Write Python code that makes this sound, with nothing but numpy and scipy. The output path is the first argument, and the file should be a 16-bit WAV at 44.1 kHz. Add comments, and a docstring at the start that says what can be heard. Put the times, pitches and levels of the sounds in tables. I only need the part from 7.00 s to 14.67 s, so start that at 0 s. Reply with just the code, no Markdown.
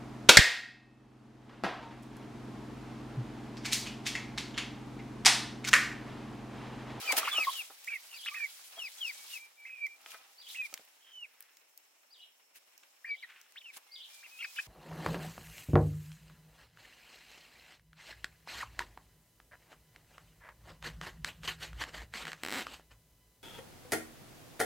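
"""Quiet yard with a wooden coop: young hens rest in the grass, peeping, whining, yelping and clucking softly.
Voices are rough near-sines with gliding pitch. One hen gets up with a few wing flaps, made of swelling noise.
Feathers and grass rustle as crackling noise; beaks tick as noise bursts, feet thud and ring the frame's modes.
A sparrow chirps farther off in two-voiced slurs; faint background hiss and an insect trill lie behind."""
import sys
import numpy as np
from scipy import signal
from scipy.io import wavfile

SR = 44100
rng = np.random.default_rng(int(sys.argv[2]) if len(sys.argv) > 2 else 0)


def dump_mix(stems):
    """Bounce the given channels to the path in sys.argv[1] as a 16-bit WAV at rate SR."""
    frames = np.atleast_2d(stems).T  # one column per channel
    limited = np.clip(frames, -1, 1)  # hard clip at full scale
    pcm = np.round(limited * 32767).astype(np.int16)
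    wavfile.write(sys.argv[1], SR, pcm)


N = 338230
TIME = np.arange(N) / SR
DROP_S, DROP_PITCH, DROP_DB = 0.0133, 0.866, -9   # closing drop of peeps and whines; pitch as a factor

# left-right likeness of diffuse noise: f/Hz, likeness/1
DIFFUSE_LIKENESS = [(60, .45), (200, 0.36), (1200, 0.053), (2500, 0.16), (5000, 0.018), (15000, 0.038)]
# left-right likeness of sounds right by the microphone: f/Hz, likeness/1
CLOSE_LIKENESS = [(60, .6), (200, 1), (1200, 0.13), (2500, 0.22), (5000, 0.046), (15000, .05)]
# treads in the bedding: height t/s, length/s, level/dB
BEDDING_TREADS = [(.1, 0.26, -46), (.23, 0.091, -45.5), (.38, 0.15, -51), (.58, 0.14, -58.5),
                  (1.78, 0.11, -58), (3.14, 0.22, -60.5)]


def from_db(db):
    """Decibels to gain."""
    return 10 ** (np.asarray(db) / 20)


def rms_one(x):
    """Scale to rms 1."""
    return x / np.sqrt(np.mean(x ** 2) + 1e-20)


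def at_hz(points, hz):
    """Read a spectrum on a log-frequency axis."""
    points_hz, values = np.transpose(points)
    return np.interp(np.log(hz), np.log(points_hz), values)


def band(x, low_hz, high_hz):
    """Butterworth band-pass."""
    edges_hz = [low_hz, min(high_hz, .45 * SR)]
    return signal.sosfilt(signal.butter(2, edges_hz, "band", fs=SR, output="sos"), x + 1e-18)


def drift(rate_hz, size):
    """Random values about rate_hz times a second, joined by lines; spread about 1."""
    knots = np.arange(size) * rate_hz / SR + rng.random()
    values = rng.standard_normal(size // 8 + 3)
    return np.interp(knots, np.arange(size // 8 + 3), values) * np.sqrt(3 / 2)


def add(out, start_s, sound):
    """Mix a sound in at its time."""
    at = max(int(start_s * SR), 0)
    out[..., at:at + sound.shape[-1]] += sound[..., :max(N - at, 0)]


def swells(rows):
    """Bell-shaped rises of loudness, as gain."""
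    return sum(from_db(db) * np.exp(-2 * ((TIME - s) / length_s) ** 2) for s, length_s, db in rows)


def noise(colour, likeness, patchy_db):
    """Half-octave bands of stereo noise, each with its own flicker and likeness; rms 1."""
    out, edges_hz = 0, np.geomspace(45, 17000, 18)
    white = rng.standard_normal((2, 2, N))
    for k, (low_hz, high_hz) in enumerate(zip(edges_hz, edges_hz[1:])):
        mid, side = band(white[k % 2], low_hz, high_hz)
        hz = np.sqrt(low_hz * high_hz)
        alike = np.clip(at_hz(likeness, hz), -1, 1)
        gain = from_db(at_hz(colour, hz) + patchy_db * drift(60, N))
        out = out + gain * (np.sqrt(1 + alike) * mid + np.sqrt(1 - alike) * side * [[1], [-1]])
    return rms_one(out)


def hens():
    """Peeps, whines with a buzz beneath, yelps, clucks that arch a little in pitch, and thin whistles."""
    # falling peeps: start t/s, length/s, first f/Hz, f before drop/Hz, bend/1 (over 1 falls late), level/dB,
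    # loudest at share of length/1, roughness/1, left-right/dB, octave overtone/dB, beak resonance f/Hz
    peep_rows = [(0.027, 0.053, 3150, 2990, 0.83, -45.5, 0.85, 0.54, 0, -21, 5000),
                 (0.079, 0.05, 2460, 2252, 0.77, -30, 0.12, 0.12, 0.5, -15, 4370),
                 (0.317, 0.04, 3470, 3300, 2.2, -36, 0.44, 0.2, -2, -30, 5000),
                 (0.36, 0.094, 3025, 2130, 0.82, -30, 0.11, 0.3, 1, -12.5, 5000),
                 (0.551, 0.068, 3113, 2660, 0.82, -37, 1, 0.1, 2, -30, 5000),
                 (0.928, 0.042, 2720, 2650, 0.92, -46.5, 0.37, 0.05, -2, -28, 5000),
                 (1.115, 0.064, 2900, 2454, 1.06, -48, 0.48, 0.62, -1, -15, 5500),
                 (1.79, 0.095, 3300, 2250, 0.6, -40.5, 0.22, 0.06, 2.5, -12.5, 4950),
                 (2.011, 0.105, 3370, 2200, 0.7, -37, 0.22, 0.1, 3, -13, 5150),
                 (2.323, 0.06, 2940, 2380, 0.82, -44.5, 0.48, 0.03, 4, -28, 5000),
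                 (4.037, 0.22, 3220, 2404, 8.5, -45.5, 0.88, 0, -3, -16.5, 6620),
                 (6.647, 0.063, 3020, 2360, 0.84, -49.5, 0.41, 0.3, 0, -24, 5300)]
    # whines: start t/s, length/s, top f/Hz, f before drop/Hz, catch/dB, hold/dB, swell/dB,
    # swell's height before end/s, roughness/1, left-right/dB, octave overtone/dB
    whine_rows = [(0.875, 0.096, 2547, 2160, -35, -38.5, -38, 0.012, 0.53, -3, -27),
                  (1.343, 0.12, 2650, 2257, -40.5, -42, -34, 0.019, 0.29, -5, -21),
                  (2.653, 0.22, 2656, 2302, -41.5, -49.5, -34.5, 0.024, 0.29, -4, -31),
                  (3.547, 0.12, 2725, 2384, -43.5, -42.5, -33, 0.047, 0.46, -3, -40),
                  (6.046, 0.11, 2407, 2265, -40.5, -45, -35, 0.042, 0.32, 2.5, -27)]
    # yelps: start t/s, length/s, first f/Hz, mid-length f/Hz, last f/Hz, level/dB, growth/dB, roughness/1
    yelp_rows = [(0.24, 0.021, 3180, 3015, 2320, -40, 9, 0.7),
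                 (0.264, 0.028, 2930, 2670, 1980, -36, 9, 0.9),
                 (1.26, 0.028, 1566, 3000, 2140, -37, 7.5, 0.63),
                 (6.226, 0.022, 2285, 2030, 1880, -44.5, 2, 0.28),
                 (6.558, 0.029, 1404, 3010, 3620, -48, 2.5, 0.52),
                 (6.604, 0.015, 3490, 3320, 2300, -56, 12, 0.4),
                 (7.228, 0.038, 1500, 2740, 2050, -53, 4, 0.47),
                 (7.387, 0.0342, 2480, 2823, 2530, -44, 8, 0.65),
                 (7.424, 0.0076, 2170, 2190, 2480, -38, 8, 0.17),
                 (7.434, 0.018, 2700, 2596, 2160, -40.5, 7, 0.34),
                 (7.562, 0.015, 2260, 2866, 3020, -44, 3, 0.73),
                 (7.579, 0.022, 2680, 2437, 2580, -37.5, 5, 0.41)]
    # other side of the syrinx, buzzing below a whine: start t/s, length/s, f/Hz, level/dB
    buzz_rows = [(0.898, 0.016, 1630, -54.5), (1.342, 0.098, 1807, -51.5), (2.652, 0.046, 2106, -55),
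                 (3.55, 0.1, 1997, -62.5), (6.045, 0.06, 1833, -55.5)]
    # low clucks: start t/s, length/s, nominal f/Hz, nominal glide/1 (pitch factor),
    # level/dB, overtone/dB, roughness/1
    cluck_rows = [(0.104, 0.01, 976, 0.72, -35, -8, 0.85), (0.136, 0.023, 794, 0.91, -35.5, -28, 0.15),
                  (0.229, 0.0067, 1252, 0.97, -24, -13, 0.34), (0.274, 0.01, 1233, 1.53, -28.5, -20, 0.18),
                  (0.325, 0.11, 1260, 1.05, -44.5, -0.5, 0.41), (0.469, 0.027, 1100, 0.937, -27, -20, 0.06),
                  (1.263, 0.058, 1237, 0.95, -59.5, 11, 0.4), (1.315, 0.051, 1216, 1.02, -53, 0, 0),
                  (1.767, 0.03, 676, 1.1, -58.5, -12, 0.23), (7.444, 0.0078, 1730, 0.74, -36, -16, 0.25),
                  (7.585, 0.01, 1670, 1.18, -31.5, -17, 0.16)]
    # thin level whistles of a resting bird: start t/s, length/s, f/Hz, nominal level/dB
    whistle_rows = [(2.131, 0.13, 2254, -64), (2.376, 0.1, 2352, -56), (2.579, 0.16, 2328, -56),
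                    (2.88, 0.073, 2360, -55.5), (3.072, 0.13, 2425, -58.5), (6.884, 0.13, 2147, -66),
                    (7.094, 0.22, 2386, -64.5), (7.315, 0.19, 2516, -56.5)]
    yelp_overtone_db, yelp_half_db, yelp_pan_db = -17, -15, 0.5   # octave, half pitch, left-right
    buzz_rough, ear_lag_s = .7, .00005   # voices reach the right ear later
    # in a yelp the membranes slap hard and evenly
    croak = dict(rattle_hz=480, rattle_depth=.85, jitter=.04, shimmer_db=2, hoarse=.2,
                 beak_hz=4500, beak_width_hz=900)

    out, calls = np.zeros((2, N)), []
    for *gesture, pan_db, overtone_db, beak_hz in peep_rows:
        calls.append((syrinx(peep(*gesture), overtone_db, beak_hz, half_db=-16.5), pan_db))
    for *gesture, pan_db, overtone_db in whine_rows:
        calls.append((syrinx(whine(*gesture), overtone_db), pan_db))
    for gesture in yelp_rows:
        calls.append((syrinx(yelp(*gesture), yelp_overtone_db, half_db=yelp_half_db, **croak), yelp_pan_db))
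    for (start_s, call), pan_db in calls:
        add(out, start_s, call * from_db([[pan_db / 2], [-pan_db / 2]]))
    for s, length_s, hz, db in buzz_rows:
        hold = [(s, hz, db, buzz_rough), (s + length_s, hz, db, buzz_rough)]
        add(out, *syrinx(hold, overtone_db=-25, rattle_hz=167.0, rattle_depth=0.45))
    out = band(band(out, 800, 13000), 800, 17000)   # a small throat radiates little below this
    for s, length_s, hz, glide, db, overtone_db, rough in cluck_rows:
        arch = [(s + .002, hz * .95 / glide ** .5, db - 1, rough),
                (s + length_s / 2, hz * 1.02, db, rough),
                (s + length_s - .002, hz * .97 * glide ** .5, db - 4, rough)]
        add(out, *syrinx(arch, overtone_db))
    for s, length_s, hz, db in whistle_rows:
        arch = [(s, hz, db - 4, .06), (s + length_s / 2, hz, db + 1, .06), (s + length_s, hz, db - 5, .06)]
        add(out, *syrinx(arch, overtone_db=-40, waver=.005, edge_s=.025))
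    return np.array([out[0], np.interp(TIME - ear_lag_s, TIME, out[1])])


def peep(start_s, length_s, first_hz, late_hz, bend, db, loudest, rough):
    """After a faint lead-in the pitch sags while the note swells, clears and fades. Rows: t/s, f/Hz, dB, rough."""
    lead_s, lead_db, onset_s = .022, -17, 0.0066   # lead-in on the first pitch
    rise_db_per_s, fade_db_per_s = 116, 69   # towards and away from the loudest moment
    clear_s, fuzz_per_s = .05, 5   # fuzz has cleared this long before the loudest moment
    sag_hz_per_s = 1400
    t = np.linspace(0, length_s, num=40)
    sag_hz = sag_hz_per_s * t
    hz = first_hz - sag_hz - (first_hz - sag_hz[-1] - late_hz) * (t / length_s) ** bend
    past_s = t - loudest * length_s
    level_db = db + np.minimum(rise_db_per_s * past_s, -fade_db_per_s * past_s)
    fuzz = rough + fuzz_per_s * np.maximum(-past_s - clear_s, 0)
    faint_db = min(db + lead_db, level_db[0])
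    lead_in = [(start_s - ahead_s, first_hz, faint_db, fuzz[0]) for ahead_s in (lead_s + onset_s, onset_s)]
    return np.vstack([lead_in, with_drop(start_s + t, hz, level_db, fuzz)])


def whine(start_s, length_s, top_hz, late_hz, catch_db, hold_db, swell_db, before_end_s, rough):
    """A leap upwards, then a rough, sinking hold that clears as it swells."""
    catch_s, catch_pitch, catch_rough = 0.0116, .74, 0.21   # leaps from this share of the top pitch
    swell_share, swell_rough = 0.27, 0.022   # share of the length; roughness left at the height
    break_s, break_db = 0.016, -5.5   # the voice thins briefly after its leap
    bend, fade_db_per_s = .7, 273   # bend under 1 sinks early; fade after the swell
    t = np.linspace(0, length_s, num=80)
    height_s = length_s - before_end_s
    rise_s = max(height_s - swell_share * length_s, catch_s)
    sunk = np.interp(t, [catch_s, length_s - DROP_S], [0, 1]) ** bend
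    hz = (top_hz + (late_hz - top_hz) * sunk) * np.interp(t, [0, catch_s], [catch_pitch, 1])
    turns_s = [0, catch_s, rise_s, height_s]
    level_db = np.interp(t, turns_s, [catch_db, hold_db, hold_db, swell_db])
    level_db = level_db - fade_db_per_s * np.maximum(t - height_s, 0)
    level_db = level_db + break_db * np.exp(-((t - catch_s - break_s) / break_s) ** 2)
    roughness = np.interp(t, turns_s, [catch_rough, rough, rough, swell_rough])
    return with_drop(start_s + t, hz, level_db, roughness)


def with_drop(s, hz, level_db, rough):
    """As the air runs out, pitch and level drop. Rows: t/s, f/Hz, level/dB, roughness/1."""
    closing = np.interp(s, [s[-1] - DROP_S, s[-1]], [0, 1])
    return np.transpose([s, hz * DROP_PITCH ** closing, level_db + DROP_DB * closing ** 2, rough])


def yelp(start_s, length_s, first_hz, middle_hz, last_hz, db, growth_db, rough):
    """One quick arch of pitch, rough throughout."""
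    edge_db = -0.5   # both ends against the middle
    u = np.linspace(-1, 1, num=21)
    hz = middle_hz + (last_hz - first_hz) / 2 * u + ((first_hz + last_hz) / 2 - middle_hz) * u ** 2
    level_db = db + growth_db * u / 2 + edge_db * u ** 2
    return np.transpose([start_s + length_s * (u + 1) / 2, hz, level_db, np.full_like(u, rough)])


def syrinx(rows, overtone_db, beak_hz=5050, beak_width_hz=520, half_db=-45, rattle_hz=450, jitter=0.052,
           rattle_depth=0.22, shimmer_db=6.0, waver=0.0068, hoarse=0.35, edge_s=.003):
    """A near sine whose membranes rattle when rough: side tones, half-pitch lines. Returns (start/s, sound)."""
    s, hz, level_db, rough = np.transpose(rows)
    t = np.arange(s[0] - edge_s, s.max() + edge_s, 1 / SR)
    hz, level_db, rough = (np.interp(t, s, column) for column in (hz, level_db, np.clip(rough, 0, 1)))
    n = len(t)
    wobble = 1 + waver * drift(148.9, n) + jitter * rough * drift(586.8, n)
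    phase = 2 * np.pi * np.cumsum(hz * wobble) / SR
    rattle = 2 * np.pi * np.cumsum(rattle_hz * (1 + 0.13 * drift(102.9, n))) / SR
    swell = (1 + rattle_depth * rough * np.sin(rattle)) * from_db(shimmer_db * rough * drift(256.0, n))
    swell /= np.sqrt(1 + rough ** 2)
    # above 1800 Hz the octave follows a beak resonance; low clucks keep theirs
    resonance = 1 / (1 + ((2 * hz - beak_hz) / beak_width_hz) ** 2) ** np.where(hz > 1800, 1, 0)
    overtone = from_db(overtone_db) * resonance * from_db(4.5 * drift(90, n)) * np.sin(2 * phase)
    # strong and weak cycles alternate
    halves = from_db(half_db) * rough * (np.sin(phase / 2) + .5 * np.sin(phase + phase / 2))
    rasp = hoarse * rough * drift(1800, n) * np.sin(phase + 1)   # turbulent air smears a rough note
    tone = np.sin(phase) + overtone + halves + rasp
    to_edge_s = np.minimum(t - t[0], t[-1] - t)
    fade = np.sin(np.pi / 2 * np.clip(to_edge_s / (1.83 * edge_s), 0, 1)) ** 2
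    return t[0], np.sqrt(2) * from_db(level_db) * fade * swell * tone


def wings():
    """Flaps and feather flicks: each stroke is a short swell of feathers sliding over one another."""
    # strokes: height t/s, length/s, level/dB
    strokes = [(0.125, 0.017, -35), (0.17, 0.006, -31), (0.184, 0.022, -25), (3.108, 0.044, -67),
               (5.567, 0.026, -55.5), (6.742, 0.017, -52.5), (6.77, 0.017, -47)]
    # feather noise: f/Hz, relative density/dB
    feather_colour = [(70, -44), (250, -20.5), (900, -18), (2200, -1.5), (4300, -6.5), (7000, -8.5),
                      (11000, -7), (16000, -12)]
    flutter = from_db(2.0 * drift(900, N))
    return swells(strokes) * flutter * noise(feather_colour, CLOSE_LIKENESS, patchy_db=2.5)


def ticks(crack_t60_s=0.016, tail_t60_s=0.054, tail_db=-26, body_db=-2, edge_db=-2, middle_db=-7, snap_db=13):
    """Pecks and snapping stalks: a sharp snap, a short dry crack and a faint tail."""
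    # nominal t/s, peak/dB, low band before body_db/dB, high band before edge_db/dB
    tick_rows = [(0.123, -14, -9.5, -10), (0.17, -22, 3, -6), (0.18, -25, -3, 4), (0.845, -29, -10, -1.5),
                 (2.866, -36, -7, -7), (3.061, -35.5, 16, -16), (3.118, -33.5, -1.5, -12),
                 (3.728, -40, -4, -6), (3.74, -21.5, -9, -6), (3.776, -33, 5, 1), (3.85, -44, -4, 7),
                 (4.406, -28.5, 6, 20.5), (4.425, -35, -30, 1), (4.57, -41.5, -11, -5.5),
                 (4.776, -33.5, -27, 3), (5.778, -37, -21, -3), (5.834, -44, 2, -23), (6.414, -38, -19, -7),
                 (6.522, -45, -8, -5)]
    out, t = np.zeros((2, N)), TIME[:SR // 15]
    decay = from_db(-60 * t / crack_t60_s) + from_db(tail_db - 60 * t / tail_t60_s)
    for s, db, low_db, high_db in tick_rows:
        burst = rng.standard_normal((3, len(t))) * decay + from_db(snap_db) * (t == 0)
        body = from_db(low_db + body_db) * rms_one(band(burst[2], 1480, 3320))
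        middle = from_db(middle_db) * rms_one(band(burst[:2], 4500, 7700))
        edge = from_db(high_db + edge_db) * rms_one(band(burst[:2], 12000, 21000))
        crack = body + middle + edge
        add(out, s + 0.00012, from_db(db) * crack / np.abs(crack).max())
    return out


def steps(wood_t60_s=0.094, ring_db=-19, thump_db=-15, thump_t60_s=0.056):
    """A foot thuds on a board with a lower thump and rings the frame; treading claws scuff along it."""
    # feet on the wooden frame: t/s, thud peak/dB, board f/Hz
    step_rows = [(0.126, -29.5, 640), (0.177, -26, 936), (0.38, -33, 657), (0.701, -46.5, 880),
                 (1.775, -44.5, 1000), (1.795, -58, 730), (3.061, -48.5, 965), (3.144, -41.5, 1320),
                 (3.726, -49.5, 467), (3.792, -53.5, 455), (6.767, -46.5, 1150)]
    scuffs_per_s, scuff_spread_db, scuff_db = 160, 3.5, -8   # scuff_db against the tread
    out, blows, t = np.zeros(N), np.zeros(N), TIME[:SR // 10]
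    for s, db, hz in step_rows:
        thud = band(rng.standard_normal(len(t)) * from_db(-60 * t / wood_t60_s), hz * 0.71, hz * 1.6)
        thump = band(rng.standard_normal(len(t)) * from_db(-60 * t / thump_t60_s), hz * 0.33, hz * .6)
        blow = thud / np.abs(thud).max() + from_db(thump_db) * thump / np.abs(thump).max()
        add(out, s, from_db(db) * blow)
        blows[int(s * SR)] = from_db(db + ring_db)
    hits = rng.random(N) < scuffs_per_s / SR
    scuffs = hits * from_db(scuff_spread_db * np.minimum(rng.exponential(1, N), 3))
    return out + frame(blows) + from_db(scuff_db) * swells(BEDDING_TREADS) * rms_one(frame(scuffs))


def frame(clicks):
    """Every contact rings the frame's modes as two-pole resonators, each with a random strength."""
    # modes of the wooden frame: f/Hz, level/dB, t60/s
    modes = [(275, -8.5, 0.073), (460, -4.5, 0.1), (649, -0.5, 0.18), (797, 7, 0.066), (1060, 1, 0.051),
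             (1288, 10, 0.097), (1500, -2.5, .06)]
    out = 0
    for hz, db, t60_s in modes:
        r, w = from_db(-60 / (t60_s * SR)), 2 * np.pi * hz / SR
        struck = clicks * rng.standard_normal(N) + 1e-18
        out = out + from_db(db) * signal.lfilter([.5, 0, -.5], [1, -2 * r * np.cos(w), r * r], struck)
    return out


def rustle(swish_db=5, ruffle_db=7.0):
    """Plumage swishes finely; grass, litter and scratched ground crunch lower down."""
    # stirring of the flock: t/s, feather level before swish_db/dB
    stir_rows = [(0.0, -47.5), (0.47, -51), (0.68, -61), (1.0, -59), (1.47, -56.5), (1.77, -59),
                 (2.24, -55), (2.43, -66), (2.58, -73), (3.4, -69.5), (3.61, -62), (4.08, -76), (5.49, -85),
                 (5.75, -74.5), (6.13, -77.5), (6.84, -74.5), (7.56, -58.5), (7.67, -58)]
    # single ruffles of plumage: height t/s, length/s, level before ruffle_db/dB
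    ruffle_rows = [(.54, 0.16, -51), (2.33, 0.087, -54.5), (3.12, 0.094, -60), (3.53, 0.067, -55.5),
                   (3.66, 0.021, -58.5), (7.15, 0.1, -64.5)]
    # claws scratching dry ground: height t/s, length/s, level/dB
    scratch_rows = [(.27, 0.14, -45.5), (4.09, 0.05, -64), (4.42, 0.22, -70.5), (6.30, 0.011, -58),
                    (6.355, 0.14, -60)]
    # plumage noise: f/Hz, relative density/dB
    swish_colour = [(600, -22.5), (1300, -8), (2300, 1), (4200, 5.5), (7000, 2.5), (11000, 1),
                    (16000, -1.5)]
    # grass and litter noise: f/Hz, relative density/dB
    litter_colour = [(60, -11), (170, -36), (280, -9.5), (400, -10), (780, 4), (1500, 2.5), (3000, 4.5),
                     (8000, -29.5)]
    litter_db, litter_follows = -67, 0.41   # level at mean stir; share of the stir's dB swing
    stir_db = np.interp(TIME, *np.transpose(stir_rows))
    plumage = np.hypot(from_db(stir_db + swish_db), from_db(ruffle_db) * swells(ruffle_rows))
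    litter = from_db(litter_db + litter_follows * (stir_db - stir_db.mean()))
    bedding = np.hypot(litter, swells(BEDDING_TREADS))
    swish = plumage * crackle(grain_db=3.5, per_s=890) * noise(swish_colour, DIFFUSE_LIKENESS, patchy_db=1.5)
    crunch = bedding * crackle(grain_db=4.0, per_s=460) * noise(litter_colour, CLOSE_LIKENESS, patchy_db=-1.0)
    ground = rms_one(band(rng.standard_normal(N), 1390, 2830))
    scratch = swells(scratch_rows) * crackle(grain_db=7.0, per_s=2000) * ground
    return swish + crunch + scratch


def crackle(grain_db, per_s):
    """Loudness of many tiny slips that come at random and die within milliseconds; rms 1."""
    slips = (rng.random(N) < per_s / SR) * from_db(grain_db * np.minimum(rng.exponential(1, N), 5))
    power = signal.lfilter([1], [1, -np.exp(-1 / (0.0077 * SR))], slips ** 2)
    return rms_one(np.sqrt(power + 0.5 * power.mean()))


def boards(x):
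    """Strong early reflections: a gliding note beats against them."""
    # boards and ground close by: left delay/s, right delay/s, level/dB
    reflections = [(.0019, 0.0045, -36.5), (.0043, 0.0043, -6), (.0071, 0.011, -10.5)]
    out = 0
    for left_s, right_s, db in reflections:
        delayed = [np.interp(TIME - delay_s, TIME, side, left=0) for delay_s, side in zip((left_s, right_s), x)]
        out = out + from_db(db) * np.array(delayed)
    return out


def echoes(x, t60_s, per_s, first_s):
    """Scattered reflections that die away, different at each ear, of fixed total energy."""
    t = TIME[:SR // 2]
    hits, signs = rng.random((2, len(t))) < per_s / SR, rng.choice([-1, 1], (2, len(t)))
    arrivals = hits * signs * (t > first_s)
    response = band(arrivals * from_db(-60 * t / t60_s), 710, 19000)
    response /= np.sqrt(np.sum(response ** 2, axis=1, keepdims=True) * SR / (2 * 8100))
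    return signal.fftconvolve(x, response, axes=1)[:, :N]


def sparrow():
    """Two-note chirps; as the first note falls the other side of the syrinx joins lower and flutters against it."""
    # chirps: start t/s, level/dB, lower voice's rebound in the second note/1 (negative sinks)
    chirp_rows = [(0.403, -37, 1.7), (1.137, -40, .9), (3.377, -42, 1.12), (5.103, -49.5, -0.0039),
                  (6.072, -50.5, 0.8), (6.913, -41, 1.34)]
    # common shape, two slurred notes: t from start/s, f/Hz, relative level/dB, roughness/1
    upper_side = [(0, 4150, -12, .1), (.008, 4650, -1, .2), (.034, 4850, -1, .3), (.039, 4100, -1, .7),
                  (.052, 3450, -3, .7), (.074, 3250, -10, .6), (.086, 3050, -9, .3), (.093, 3130, 3, .25),
                  (.108, 3500, -2, .6), (.121, 4080, 0, .4), (.13, 3300, 1, .6), (.142, 3000, -7, .6)]
    second_note_s, second_note_hz = .09, 3130
    other_side_pitch, other_side_db = .93, -4   # against the upper voice
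    out = np.zeros((2, N))
    for s, db, rebound in chirp_rows:
        other_side = []
        for t, hz, level_db, rough in upper_side[2:]:
            if t > second_note_s:
                hz = second_note_hz + rebound * (hz - second_note_hz)
            other_side.append((t, other_side_pitch * hz, level_db + other_side_db, rough))
        for rows in (upper_side, other_side):
            start_s, call = syrinx(rows, overtone_db=-52, rattle_hz=300, rattle_depth=.7, jitter=.035, hoarse=.15)
            add(out, s + start_s, from_db(db) * call)
    return out


def background_hiss():
    """Steady background hiss, flickering slightly in each band."""
    # background hiss: f/Hz, relative density/dB
    hiss_colour = [(50, -52), (100, -37), (250, -8), (750, 1), (1300, -13), (2500, -1.5), (4000, -28),
                   (5400, 0), (12000, -11), (15000, -4.5)]
    return from_db(-69.5) * noise(hiss_colour, DIFFUSE_LIKENESS, patchy_db=2.0)


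def insects(hz=5400, level_db=-78, throb_db=1.5):
    """A faint trill far off in the grass: narrow-band noise, throbbing irregularly."""
    trill = rms_one(band(rng.standard_normal((2, N)), hz - 130, hz + 130))
    return from_db(level_db + throb_db * drift(32, N)) * trill


def scene():
    """Hens under the close boards of the coop, the sparrow across the yard."""
    voices, knocks, far = hens(), ticks() + steps() + wings(), sparrow()
    near = voices + knocks
    coop = boards(voices) + from_db(-17) * echoes(near, t60_s=.06, per_s=2000, first_s=.002)
    yard = from_db(-16.5) * echoes(near, t60_s=0.29, per_s=450, first_s=0.0059)
    yard = yard + from_db(-8) * echoes(far, t60_s=0.36, per_s=1200, first_s=.003)
    background = background_hiss() + insects()
    return near + from_db(-12.5) * far + coop + yard + rustle() + background


def record(dry):
    """The small microphone thins the bass; the top is cut steeply."""
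    cutoff_hz = 16100
    thin = signal.sosfilt(signal.butter(1, 90, "high", fs=SR, output="sos"), dry)
    return signal.sosfilt(signal.ellip(10, .3, 70, cutoff_hz, fs=SR, output="sos"), thin)


dry = scene()
out = record(dry)
dump_mix(out)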